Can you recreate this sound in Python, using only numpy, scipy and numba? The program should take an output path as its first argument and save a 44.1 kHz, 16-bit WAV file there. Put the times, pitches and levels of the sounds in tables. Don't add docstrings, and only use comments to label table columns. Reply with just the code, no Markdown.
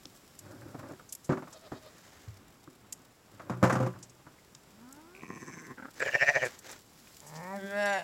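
import sys
import numpy as np
from scipy import signal
from scipy.fft import rfft, irfft, next_fast_len
from scipy.io import wavfile
from scipy.ndimage import uniform_filter1d
from numba import njit

SR = 44100
rng = np.random.default_rng(int(sys.argv[2]) if len(sys.argv) > 2 else 0)


def generate_wav(signal):
    frames = np.transpose(np.atleast_2d(signal))
    scaled = np.clip(frames, -1, 1) * 32767
    pcm = np.round(scaled).astype(np.int16)
    wavfile.write(sys.argv[1], SR, pcm)


N = 354123
TIME = np.arange(N) / SR
CUTOFF_HZ = 16000
WANDER = 0.022

# (frequency [Hz], level [dB])
THUD_COLOUR = [(50, -22), (95, -1.5), (170, 4), (300, 3), (420, -4), (650, -7), (1000, -15.5), (2500, -60)]
# (frequency [Hz], level [dB])
CLATTER_COLOUR = [(250, -61), (500, 11), (750, 6.5), (1300, 10), (1800, 0), (2300, -7.5), (3200, -18.5),
                  (7000, -19), (15000, -53)]
# (frequency [Hz], level [dB])
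CRACK_COLOUR = [(1000, 6), (2500, 10.5), (4000, 0), (5300, 4), (7600, 4), (9000, -6), (12000, -4),
                (15500, -16)]


def from_db(db):
    return 10 ** (np.asarray(db) / 20)


def rms_one(x):
    return x / np.sqrt(np.mean(x ** 2) + 1e-20)


def in_time(rows):
    times, *columns = np.transpose(rows)
    return [np.interp(TIME, times, column) for column in columns]


def swell(start, end, attack, release, db):
    return from_db(db) * np.clip(np.minimum((TIME - start) / attack, (end - TIME) / release), 0, 1)


def sounding(rows):
    return swell(rows[0][0] - .01, rows[-1][0] + .01, .01, .01, 0)


def filtered(x, order, hz, kind="low"):
    return signal.sosfilt(signal.butter(order, hz, kind, fs=SR, output="sos"), x)


def colour(x, spectrum):
    hz, db = np.transpose(spectrum)
    size = next_fast_len(N + 4096)
    bins = np.maximum(np.fft.rfftfreq(size, 1 / SR), 1)
    outside = np.minimum(bins / hz[0], 1) ** 2 * np.minimum(hz[-1] / bins, 1) ** 2
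    gain = outside * from_db(np.interp(np.log(bins), np.log(hz), db))
    return rms_one(irfft(rfft(x, size) * gain, size)[:N])


def noise(spectrum):
    return colour(rng.standard_normal(N), spectrum)


def drift(rate):
    points = rng.standard_normal(N // 16)
    return rms_one(np.interp(TIME * rate, np.arange(len(points)), points))


def even(x):
    power = uniform_filter1d(uniform_filter1d(x * x, size=660), size=660)
    return x / np.sqrt(np.abs(power) + 1e-14)


@njit
def sweep(x, w, r):
    y = np.zeros(len(x))
    for i in range(2, len(x)):
        drive = (1 - r * r) / 2 * (x[i] - x[i - 2])
        y[i] = drive + 2 * r * np.cos(w[i]) * y[i - 1] - r * r * y[i - 2]
    return y


def resonance(x, hz, width_hz, db=0):
    w = 2 * np.pi * hz / SR * np.ones(N)
    r = np.exp(-np.pi * width_hz / SR)
    return from_db(db) * sweep(sweep(x, w, r), w, r)


def resonances(x, modes):
    return sum(resonance(x, *mode) for mode in modes)


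def larynx(pitch, jitter, breath):
    phase = 2 * np.pi * np.cumsum(pitch * (1 + jitter * drift(220))) / SR
    harmonics = np.floor(CUTOFF_HZ / np.max(pitch))
    pulses = rms_one(np.sin((harmonics + .5) * phase) / (np.sin(phase / 2) + 1e-12) - 1)
    puffs = rms_one(rng.standard_normal(N) * (1 + np.cos(phase - 1)) ** 2)
    return pulses + breath * puffs


def smeared(x):
    for delay_s in (.00043, .00077, .00131):
        loop = np.zeros(round(delay_s * SR) + 1)
        loop[0], loop[-1] = 1, -.55
        x = signal.lfilter(loop[::-1], loop, x)
    return x


def throbs(rows, rise, fall, lag=0):
    power = 0
    for s, db, *length in rows:
        age = np.clip((TIME - s - lag) / np.prod(length), -.2, .2)
        surge = 2 * from_db(db) / (np.exp(-age / rise) + np.exp(age / fall))
        power = power + surge ** 2
    return np.sqrt(power)


def decays(times, levels_db, t60s, rise=.0004):
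    power = np.zeros(N)
    for s, db, t60 in np.broadcast(times, levels_db, t60s):
        at = round(s * SR)
        age = TIME[:min(SR // 2, N - at)]
        power[at:at + len(age)] += (from_db(db - 60 * age / t60) * (1 - np.exp(-age / rise))) ** 2
    return np.sqrt(power)


def ring(times, levels_db, hz, t60):
    clicks = np.full(N, 1e-18)
    clicks[np.round(times * SR).astype(int)] = from_db(levels_db)
    r, w = from_db(-60 / (t60 * SR)), 2 * np.pi * hz / SR
    swing = signal.lfilter([0, np.sin(w)], [1, -2 * r * np.cos(w), r * r], clicks)
    return filtered(swing, 2, hz / 2, "high")


def clacks(times, levels_db, pitches, t60):
    width_hz = 400
    out, age = np.zeros(N), TIME[:SR // 4]
    for at, db, hz in zip(np.round(times * SR).astype(int), levels_db, pitches):
        band = [max(hz - width_hz / 2, 100), hz + width_hz / 2]
        burst = rms_one(filtered(rng.standard_normal(len(age)), 2, band, "band"))
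        out[at:at + len(age)] += burst * from_db(db - 60 * age / t60)
    return out


def background():
    # (frequency [Hz], level [dB])
    air_colour = [(25, -7), (112, 3), (288, 0.5), (505, -4.5), (1200, -8), (3000, -17), (3900, -19),
                  (6600, -120)]
    # (frequency [Hz], level [dB])
    straw_colour = [(1200, 2), (2800, 1), (4200, 4), (5400, 6.5), (6300, 2.5), (7600, 7), (8600, -1.5),
                    (11000, 0.5), (15800, -3)]
    # (time [s], level [dB])
    stirring = [(0, -63.5), (2.0, -66), (2.6, -68.5), (4.5, -66.5), (6.85, -65), (7.1, -59.5),
                (8.03, -61.5)]
    air_db, grains_per_s, grain_fade_s = -60.5, 50, 0.0053
    straw_db, = in_time(stirring)
    grain_level = from_db(4.5 * np.minimum(rng.exponential(1, N), 2.3))
    grains = (rng.random(N) < grains_per_s / SR) * grain_level
    fading = signal.lfilter([1], [1, -np.exp(-1 / (grain_fade_s * SR))], grains)
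    crackle = rms_one(fading) * noise(straw_colour)
    air = noise(air_colour) * from_db(air_db + drift(25))
    return air + from_db(straw_db) * (noise(straw_colour) + crackle * from_db(-4.0))


def barn(x):
    t60_s = 0.25
    age = TIME[:SR // 2]
    echoes = rng.standard_normal(len(age)) * from_db(-60 * age / t60_s) * (age > .008)
    return signal.fftconvolve(x, echoes / np.sqrt(np.sum(echoes ** 2)))[:N]


def far_bleat():
    # (frequency [Hz], level [dB])
    far_colour = [(500, 7), (630, 4.5), (1260, -4.5), (1900, -14), (2700, -15), (3700, -7), (5200, -11),
                  (7000, -50)]
    start_s, gap_s, level_db = 1.572, 0.103, -54
    source = larynx(625 * (1 + .025 * drift(25)), jitter=.035, breath=.8)
    quavers = [(start_s + k * gap_s, level_db) for k in range(4)]
    return colour(source, far_colour) * throbs(quavers, rise=0.031, fall=0.0075)


def soft_noises():
    # (start [s], end [s], attack [s], release [s], level [dB])
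    swells = [(1.3, 2.5, 0.76, 0.33, -62), (5.949, 6.63, 0.021, 0.13, -51.5),
              (6.608, 6.804, 0.096, 0.12, -46)]
    # (frequency [Hz], level [dB])
    soft_colour = [(150, -35), (250, -5), (359, -3.5), (1070, -6.5), (1850, -2.5), (2620, -11), (7380, -10),
                   (8770, -21.5), (15500, -22.5)]
    flicker = from_db(2 * drift(330) + 2 * drift(60))
    return noise(soft_colour) * sum(swell(*row) for row in swells) * flicker


def snaps():
    # (time [s], level [dB], pitch that sets the band [Hz], length [s])
    snap_rows = [(0.055, -20.5, 3700, 0.008), (0.389, -23.5, 7100, 0.03), (1.089, -33.5, 6040, 0.064),
                 (1.1233, -14.5, 8500, 0.039), (1.15, -19, 7600, 0.021), (1.2426, -32.5, 6740, 0.084),
                 (1.526, -31.5, 5270, 0.054), (2.924, -14.5, 6950, 0.03), (3.725, -25.5, 5830, 0.064),
                 (4.026, -29.5, 5370, 0.061), (4.094, -38, 5440, 0.049), (4.549, -28, 4330, 0.018),
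                 (4.925, -27.5, 7540, 0.019), (5.996, -31, 6700, 0.022), (6.448, -25, 6760, 0.077),
                 (6.589, -27, 6800, 0.029), (6.713, -24.5, 7000, 0.035), (7.072, -35, 2060, 0.017),
                 (7.2031, -20.5, 6400, 0.0056), (7.262, -33, 7050, 0.14), (7.351, -33.5, 4370, 0.11),
                 (7.857, -20.5, 7380, 0.02)]
    s, snap_db, pitches, lengths = np.transpose(snap_rows)
    splinters = noise(CRACK_COLOUR) * from_db(2 * drift(2500))
    out = np.zeros(N)
    for at, db, hz, length in zip(np.round(s * SR).astype(int), snap_db, pitches, lengths):
        age = TIME[:min(SR // 4, N - at)]
        envelope = from_db(db - 4 - 60 * age / length) * (1 - np.exp(-age / (0.068 * length)))
        burst = splinters[at:at + len(age)] * envelope
        out[at:at + len(age)] += filtered(burst, 2, [hz * 0.91, min(hz * 1.8, 15000)], "band")
    return out


def bounces(count):
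    start_s, gap_s, t60_s = 1.322, 0.05, 0.18
    thud_db, thud_loss_db, clatter_db, clatter_loss_db = -30.5, 8.5, -35.5, 5
    return [(start_s + k * gap_s, thud_db - k * thud_loss_db, clatter_db - k * clatter_loss_db, t60_s)
            for k in range(count)]


def bumps():
    # (time [s], thud level [dB], clatter level [dB], thud decay by 60 dB [s])
    bump_rows = [(0.052, -49.5, -54, 0.05), (0.535, -49, -65, 0.071), (0.657, -47.5, -68, 0.23),
                 (0.745, -42, -50, 0.11), (0.793, -53, -47.5, 0.13), (0.828, -47, -54, 0.068),
                 (0.911, -43, -60, 0.036), (0.995, -58, -53, 0.074), (1.293, -22, -37, 0.066),
                 (1.298, -26, -36, 0.3), (1.718, -35.5, -41, 0.16), (2.676, -47, -51, 0.032),
                 (3.396, -52, -44, 0.2), (4.265, -55.5, -53, 0.18)]
    # (frequency [Hz], level [dB], decay by 60 dB [s])
    board_modes = [(88.7, -18.5, 0.6), (147, 4, 0.069), (256.6, -2.5, 0.21), (305, 6, 0.062),
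                   (375.5, -7, 0.24), (513, -9.5, 0.14), (630, -19, 0.026)]
    # (time [s], level [dB])
    footfalls = [(2.274, -33), (2.3, -34)]
    # (start [s], end [s], attack [s], release [s], level [dB])
    scuffs = [(0.394, 0.604, 0.12, 0.072, -49), (0.554, 0.796, 0.077, 0.03, -51.5),
              (0.781, 0.971, 0.012, 0.056, -47), (3.247, 4.11, 0.44, 0.38, -47)]
    # (frequency [Hz], level [dB])
    scuff_colour = [(60, -48), (103, 10.5), (173, -6), (356, 3), (445, -15), (572, 1.5), (691, -14),
                    (809, -9.5), (933, -13), (1590, -12.5), (1930, -23), (2600, -26), (3380, -57)]
    # (time [s], level [dB], pitch [Hz])
    taps = [(0.619, -54, 1600), (0.748, -38.5, 644), (0.911, -44.5, 600), (0.995, -46.5, 1360),
            (3.535, -41, 1180), (3.936, -48, 1530), (3.958, -46, 1090), (4.267, -53, 1010),
            (4.382, -57, 2000)]
    s, thud_db, clatter_db, t60 = np.transpose(list(bump_rows) + bounces(count=5))
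    board = sum((-1) ** k * ring(s, thud_db + db - 2.0, hz, decay)
                for k, (hz, db, decay) in enumerate(board_modes))
    thud = noise(THUD_COLOUR) * decays(s, thud_db - 4.0, t60)
    clatter = noise(CLATTER_COLOUR) * decays(s, clatter_db + 3.5, t60 * 0.63)
    step_s, step_db = np.transpose(footfalls)
    steps = resonance(ring(step_s, step_db, 96.5, 0.33), 112, 120)
    scuff = noise(scuff_colour) * sum(swell(*row) for row in scuffs) * from_db(2.2 * drift(80))
    return board + thud + clatter + steps + scuff + clacks(*np.transpose(taps), t60=0.066)


def panel():
    # (time [s], boom level [dB], clatter level [dB], pitch of the clack [Hz])
    bangs = [(3.497, -25, -34.5, 1230), (3.628, -15, -20, 1160), (3.638, -21.5, -21, 790),
             (3.648, -41, -29, 950), (3.697, -25, -26, 1430), (3.724, -24, -29, 1670),
             (3.754, -24, -30, 1350), (3.802, -24.5, -35, 740), (3.827, -30.5, -35.5, 686),
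             (3.863, -25.5, -36.5, 1020)]
    # (frequency [Hz], level [dB], decay by 60 dB [s])
    panel_modes = [(124.46, 3.5, 0.84), (181.2, -1, 0.85), (279, -3, 0.12), (369, -4, 0.42),
                   (519, -1, 0.28), (637, -22, 0.41), (753, -0.5, 0.11), (1013, -11, 0.35),
                   (1160, -12, 0.32), (1300, -18, 0.15)]
    crack_below_db = -17
    crack_growth = 0.77
    s, boom_db, clatter_db, clack_hz = np.transpose(bangs)
    strongest_db = clatter_db.max()
    crack_db = strongest_db + crack_below_db + crack_growth * (clatter_db - strongest_db)
    boom = sum(ring(s, boom_db + db - 12.5 + rng.normal(0, 4.1, len(s)), hz, t60)
               for hz, db, t60 in panel_modes)
    thud = noise(THUD_COLOUR) * decays(s, boom_db - 2.0, 0.11)
    clatter = noise(CLATTER_COLOUR) * decays(s, clatter_db - 2.5, 0.17) * from_db(3.3 * drift(350))
    crack = noise(CRACK_COLOUR) * (decays(s, crack_db - 1.5, 0.043) + decays(s, crack_db - 9.0, 0.33))
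    clack = clacks(s, clatter_db - 6.5, clack_hz, t60=0.13)
    body = filtered(boom + thud + clatter + clack, 4, 90, "high")
    held_db = np.interp(TIME, [3.87, 3.96], [0, -14])
    return body * from_db(held_db) + crack


def whine():
    # (time [s], hum level [dB], overtone level [dB])
    strength = [(4.73, -65, -74), (4.81, -56, -69), (4.88, -52.5, -61), (4.915, -59, -62),
                (5.0, -56.5, -59), (5.05, -58, -64), (5.2, -61, -65)]
    # (frequency [Hz], width [Hz], level [dB])
    lamb_nose = [(560, 250, -12), (900, 200, -4), (1330, 300, -7)]
    start_s, end_s, start_hz, rise_hz_per_s = 4.73, 5.2, 193, 425
    pitch = start_hz + rise_hz_per_s * (np.clip(TIME, start_s, end_s) - start_s)
    source = larynx(pitch, jitter=.014, breath=.12)
    hum_db, overtones_db = in_time(strength)
    hum = even(resonance(source, pitch, 120)) * from_db(hum_db)
    nose = even(resonances(source, lamb_nose)) * from_db(overtones_db)
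    return (hum + nose) * from_db(1.5 * drift(45)) * sounding(strength)


def rumble():
    # (time [s], pitch [Hz], creak level [dB])
    rumble_voice = [(5.145, 80.03, -58), (5.165, 85.9, -59), (5.235, 90.6, -55), (5.285, 95, -63),
                    (5.34, 104.8, -57), (5.39, 150.4, -62), (5.551, 160.1, -58), (5.64, 160.2, -60),
                    (5.72, 118.2, -59), (5.751, 89.6, -74)]
    # (time [s], level [dB])
    surges = [(5.235, -42.5), (5.259, -51), (5.305, -39.5), (5.334, -45.5), (5.37, -44.5), (5.428, -43),
              (5.484, -44), (5.54, -48.5), (5.575, -51), (5.627, -52), (5.688, -49.5), (5.712, -43)]
    # (frequency [Hz], width [Hz], level [dB])
    ewe_nose = [(200, 150, 1), (310, 120, -3), (620, 300, -16), (1050, 140, -3.5)]
    # (frequency [Hz], width [Hz], level [dB])
    rasp_modes = [(5550, 390, -6), (6190, 340, 1), (7500, 1000, -9)]
    start_s, end_s, tone_db, rasp_db = 5.234, 5.755, -56.5, -58
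    creak_hz, creak_sag_hz_per_s2 = 2410, 1700
    sink_hz, sink_hz_per_s = 1950, 700
    quavers_per_s, quaver_peak_s, quaver_swing_db = 16.5, 5.478, 4
    pitch, creak_db = in_time(rumble_voice)
    first_s, last_s = rumble_voice[0][0], rumble_voice[-1][0]
    age = np.clip(TIME, first_s, last_s) - first_s
    jitter = np.interp(pitch, [85, 160], [.24, .2])
    breath = np.interp(pitch, [90, 150], [.1, .45])
    pulses = larynx(pitch, jitter, breath)
    source = smeared(pulses)
    tone = swell(start_s, end_s, .05, .03, tone_db) * from_db(3 * drift(90))
    effort = np.hypot(throbs(surges, rise=0.006, fall=0.0065), tone)
    nose = even(resonances(source, ewe_nose)) * effort
    quaver = np.cos(2 * np.pi * quavers_per_s * (TIME - quaver_peak_s) + .4 * drift(8))
    flutter = from_db(quaver_swing_db * quaver)
    sinking_hz = (sink_hz - sink_hz_per_s * age) * (1 + WANDER * drift(40))
    sinking_level = np.hypot(effort * from_db(-9), flutter * swell(5.34, 5.69, 0.06, 0.034, -58.5))
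    sinking = even(resonance(source, sinking_hz, 310)) * sinking_level
    hum = even(resonance(source, 237.0, 59)) * tone * from_db(-5.0)
    hum = hum + even(resonance(source, 156, 87)) * effort * from_db(-12.5)
    catch = throbs([(5.259, -48)], rise=0.0017, fall=0.003)
    creak_level = from_db(creak_db + 3.5 * drift(80)) * np.sqrt(flutter) + catch
    creak = even(resonance(pulses, creak_hz - creak_sag_hz_per_s2 * age ** 2, 450)) * creak_level
    low = filtered(nose + sinking + hum + creak * sounding(rumble_voice), 8, 2800)
    rasp = even(sum(resonance(pulses, hz * (1 + WANDER / 2 * drift(30)), width, db)
                    for hz, width, db in rasp_modes))
    return low + rasp * flutter * swell(first_s, end_s, 0.35, 0.19, rasp_db)


def croak():
    # (time [s], level [dB], main resonance [Hz])
    rattles = [(5.781, -44.5, 1600), (5.798, -44, 1340), (5.827, -42.5, 1560), (5.852, -39.5, 1246),
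               (5.884, -48.5, 1350)]
    # (frequency [Hz], width [Hz], level [dB])
    throat_modes = [(243, 123, 3), (537, 134, -5.5), (875, 220, -5), (1630, 120, -5), (1856, 370, -10)]
    s, db, hz = np.transpose(rattles)
    source = smeared(larynx(133.5, jitter=.12, breath=.5))
    main = resonance(source, np.interp(TIME, s, hz), 280, db=2)
    others = sum((-1) ** k * resonance(source, *mode) for k, mode in enumerate(throat_modes))
    return even(main + others) * throbs(zip(s, db), rise=0.003, fall=0.0066)


def slides(source):
    # (start [s], starting frequency [Hz], level [dB])
    slide_rows = [(6.045, 3230, -47), (6.11, 2880, -43), (6.174, 2690, -40), (6.245, 2500, -44),
                  (6.385, 3116, -48)]
    length_s, end_hz, width_hz = 0.06, 2500, 260
    s, start_hz, db = np.transpose(slide_rows)
    latest = np.maximum(np.searchsorted(s, TIME) - 1, 0)
    progress = np.clip(TIME - s[latest], 0, length_s) / length_s
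    hz = end_hz + (start_hz[latest] - end_hz) * (1 - progress)
    level = from_db(db[latest]) * np.sqrt(np.abs(np.sin(np.pi * progress)))
    return even(resonance(source, hz, width_hz)) * level


def bleat():
    # (time [s], pitch before bending [Hz], mouth opening [0-1])
    bleat_voice = [(6.005, 135, 0.34), (6.07, 130, 0.69), (6.16, 132.5, 0.82), (6.295, 143.9, 0.95),
                   (6.436, 129.5, 0.77), (6.49, 109, 0.08)]
    # (frequency shut [Hz], frequency open [Hz])
    mouth_range = [(320, 613), (1520, 1844), (2150, 2083)]
    # (time [s], upper resonance level [dB], first resonance level [dB], relative length [1])
    surges = [(6.006, -31, -34.5, 0.36), (6.027, -26, -31, 0.67), (6.065, -36.5, -33, 0.84),
              (6.088, -29.5, -41.5, 0.96), (6.136, -34, -40, 0.55), (6.155, -20, -28.5, 0.57),
              (6.228, -20, -29.5, 0.97), (6.293, -18.5, -28.5, 0.99), (6.367, -24, -28, 1.06),
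              (6.437, -28, -29, 1.13), (6.465, -35.5, -36, 0.95)]
    # (time [s], share by which the pitch jitters [1], air against pulses [1])
    roughness = [(6.08, .1, 1.0), (6.15, .025, .3), (6.32, .02, .25), (6.44, .035, .4)]
    # (time [s], frequency [Hz])
    high_curve = [(6.07, 7200), (6.12, 5600), (6.3, 5780), (6.37, 6270), (6.425, 6130), (6.455, 7750)]
    # (frequency [Hz], level [dB])
    buzz_colour = [(2500, -1), (3300, 20), (3750, 20.5), (4250, 18.5), (4750, 20.5), (5200, 19.5),
                   (6600, 14), (7500, 15.5), (8500, -1), (15000, -7)]
    rise_s, fall_s = 0.012, 0.0068
    bend_pitch, bend_jaw = 0.11, 0.4
    pitch, opening = in_time(bleat_voice)
    first, second, third = (shut + opening * (wide - shut) for shut, wide in mouth_range)
    s, upper_db, lower_db, length = np.transpose(surges)
    effort = throbs(zip(s, upper_db, length), rise_s, fall_s)
    depth = throbs(zip(s, lower_db, length), rise_s * 0.69, fall_s, lag=0.0013)
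    after = np.interp(TIME - 0.0052, TIME, effort)
    bend = (after - effort) / (after + effort + 1e-9)
    surge = np.minimum(throbs(zip(s, 0 * s, length), rise_s, fall_s), 1)
    jitter, breath = in_time(roughness)
    source = smeared(larynx(pitch * (1 + bend_pitch * bend), jitter, breath))
    upper = (resonance(source, second * (1.015 + .012 * drift(130)), 165)
             + resonance(source, third * (1.15 - 0.087 * surge), 210, db=-5)
             + resonance(source, second * 1.012 * (1 + 2 * WANDER * drift(130)), 480, db=-8))
    lower = resonance(source, first * (1.007 + bend_jaw * bend), 220)
    lower = lower + resonance(source, 104, 64, db=-11.0)
    late_depth = np.interp(TIME - 0.015, TIME, depth)
    sung = even(resonance(source, first * 1.1, 40)) * late_depth * from_db(-2) * opening ** 3
    voice = even(upper) * effort * from_db(-0.5) + even(lower) * depth + sung + slides(source)
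    high_hz, = in_time(high_curve)
    airy = source + .3 * rng.standard_normal(N)
    buzz = colour(airy, buzz_colour) + resonance(airy, high_hz * (1 + WANDER * drift(60)), 600, db=7)
    buzz_level = effort ** 0.61 * from_db(-28.0 + 1.7 * drift(160))
    return (voice + even(buzz) * buzz_level) * sounding(bleat_voice)


def long_call():
    # (time [s], pitch [Hz], effort level [dB])
    call_voice = [(7.22, 145.3, -62), (7.29, 149, -61), (7.36, 155.4, -53), (7.45, 177.2, -50),
                  (7.52, 194.8, -45), (7.57, 203, -44), (7.61, 191.4, -47.5), (7.645, 197.5, -42.5),
                  (7.69, 197.7, -45), (7.79, 205.4, -31.5), (7.91, 200.4, -31.5), (7.975, 189.4, -32.5),
                  (8.003, 166.4, -41.5), (8.03, 159, -47)]
    # (time [s], first resonance [Hz], second resonance [Hz], upper against first level [dB])
    mouth_curve = [(7.25, 835, 1770, -6), (7.45, 830, 1886, -0.5), (7.525, 860, 1950, -6),
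                   (7.555, 630, 1860, -7), (7.585, 470, 1610, -4), (7.65, 390, 1620, -4.5),
                   (7.72, 490, 1560, -1), (7.79, 590, 1640, -4), (7.87, 698, 1620, 0),
                   (8.0, 664, 1680, -4.5)]
    # (time [s], level [dB])
    chest_curve = [(7.22, -70), (7.28, -55.5), (7.39, -44), (7.445, -51.5), (7.5, -47), (7.578, -40.5),
                   (7.608, -53), (7.646, -39.5), (7.716, -52), (7.76, -42.5), (7.92, -46), (8.01, -56)]
    # (time [s], frequency [Hz], level [dB])
    edge_curve = [(7.77, 5300, -68), (7.8, 5340, -61), (7.85, 5400, -52), (7.88, 5750, -63),
                  (7.92, 5900, -56), (7.99, 5310, -63)]
    # (time [s], frequency [Hz], level [dB])
    sheen_curve = [(7.78, 7300, -74), (7.825, 7250, -61), (7.88, 7400, -63), (7.905, 7160, -53),
                   (7.95, 6950, -54), (8.0, 7000, -62)]
    # (frequency [Hz], level [dB])
    buzz_colour = [(2400, -35), (3100, 0.5), (3850, 7), (4150, -5), (4450, 5), (4900, -5), (6000, -6),
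                   (6500, -15), (8000, -4), (8600, -11), (11300, -11), (12500, -24), (15000, -35)]
    ordinary_effort_db = -40
    clear_hz, hoarse_hz, least_rough = 194, 160, 0.06
    shimmer_db, most_jitter, most_breath = 2.5, 0.05, 0.12
    flutter_per_s, flutter_db = 72, 3
    narrows_s, reopens_s = 7.555, 7.76
    bright_hz, bright_db, bright_growth = 2700, -55, 1.0
    buzz_db, buzz_growth = -60, 1.36
    pitch, effort_db = in_time(call_voice)
    first, second, upper_db = in_time(mouth_curve)
    chest_db, = in_time(chest_curve)
    rough = np.clip((clear_hz - pitch) / (clear_hz - hoarse_hz), least_rough, 1)
    source = larynx(pitch, most_jitter * rough, most_breath * rough)
    source = source * from_db(shimmer_db * rough * drift(160))
    ragged = np.sin(2 * np.pi * flutter_per_s * TIME + drift(30))
    source = source * from_db(flutter_db * rough * ragged)
    late_db = np.interp(TIME - 0.02, TIME, effort_db - ordinary_effort_db)
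    airy = smeared(source) + .15 * rng.standard_normal(N)
    low = resonance(source, first, 254) + resonance(source, first * 0.63, 135, db=-16.0)
    upper = resonance(source, second, 160) + resonance(source, second * 1.11, 430, db=-7)
    broad = np.clip((narrows_s + .02 - TIME) / .03, 0, 1)
    throat = even(resonance(source, 520, 520)) * broad * from_db(2.5)
    mouth = (even(low) + throat + even(upper) * from_db(upper_db)) * from_db(effort_db)
    mouth = filtered(mouth, 10, 2350)
    climbing_hz = np.interp(TIME, [7.7, 7.83], [bright_hz - 330, bright_hz])
    bright_level = from_db(bright_db + bright_growth * late_db) * np.clip((TIME - 7.66) / .03, 0, 1)
    bright = even(resonance(airy, climbing_hz, 430)) * bright_level
    chest = even(resonance(source, pitch, 96)) * from_db(chest_db)
    nasal = even(resonance(airy, 3340, 400)) * swell(narrows_s, reopens_s, 0.086, 0.021, -59.5)
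    buzz_level = from_db(buzz_db + buzz_growth * late_db) * np.clip((TIME - 7.66) / .06, 0, 1)
    buzz = even(colour(airy, buzz_colour)) * buzz_level
    for curve in (edge_curve, sheen_curve):
        hz, db = in_time(curve)
        buzz = buzz + even(resonance(airy, hz, 520)) * from_db(db) * sounding(curve)
    return (mouth + bright + chest + nasal + buzz * from_db(2 * drift(90))) * sounding(call_voice)


def scene():
    near = panel() + bumps() + snaps() + soft_noises() + whine() + rumble() + croak() + bleat()
    call = long_call()
    echoes = barn(near * from_db(-23) + call * from_db(-14))
    return (near + call + far_bleat() + echoes + background())[None]


def record(dry):
    limit = 0.7
    rounded = limit * np.tanh(dry / limit)
    return signal.sosfilt(signal.ellip(10, .1, 80, CUTOFF_HZ, fs=SR, output="sos"), rounded)


dry = scene()
out = record(dry)
generate_wav(out)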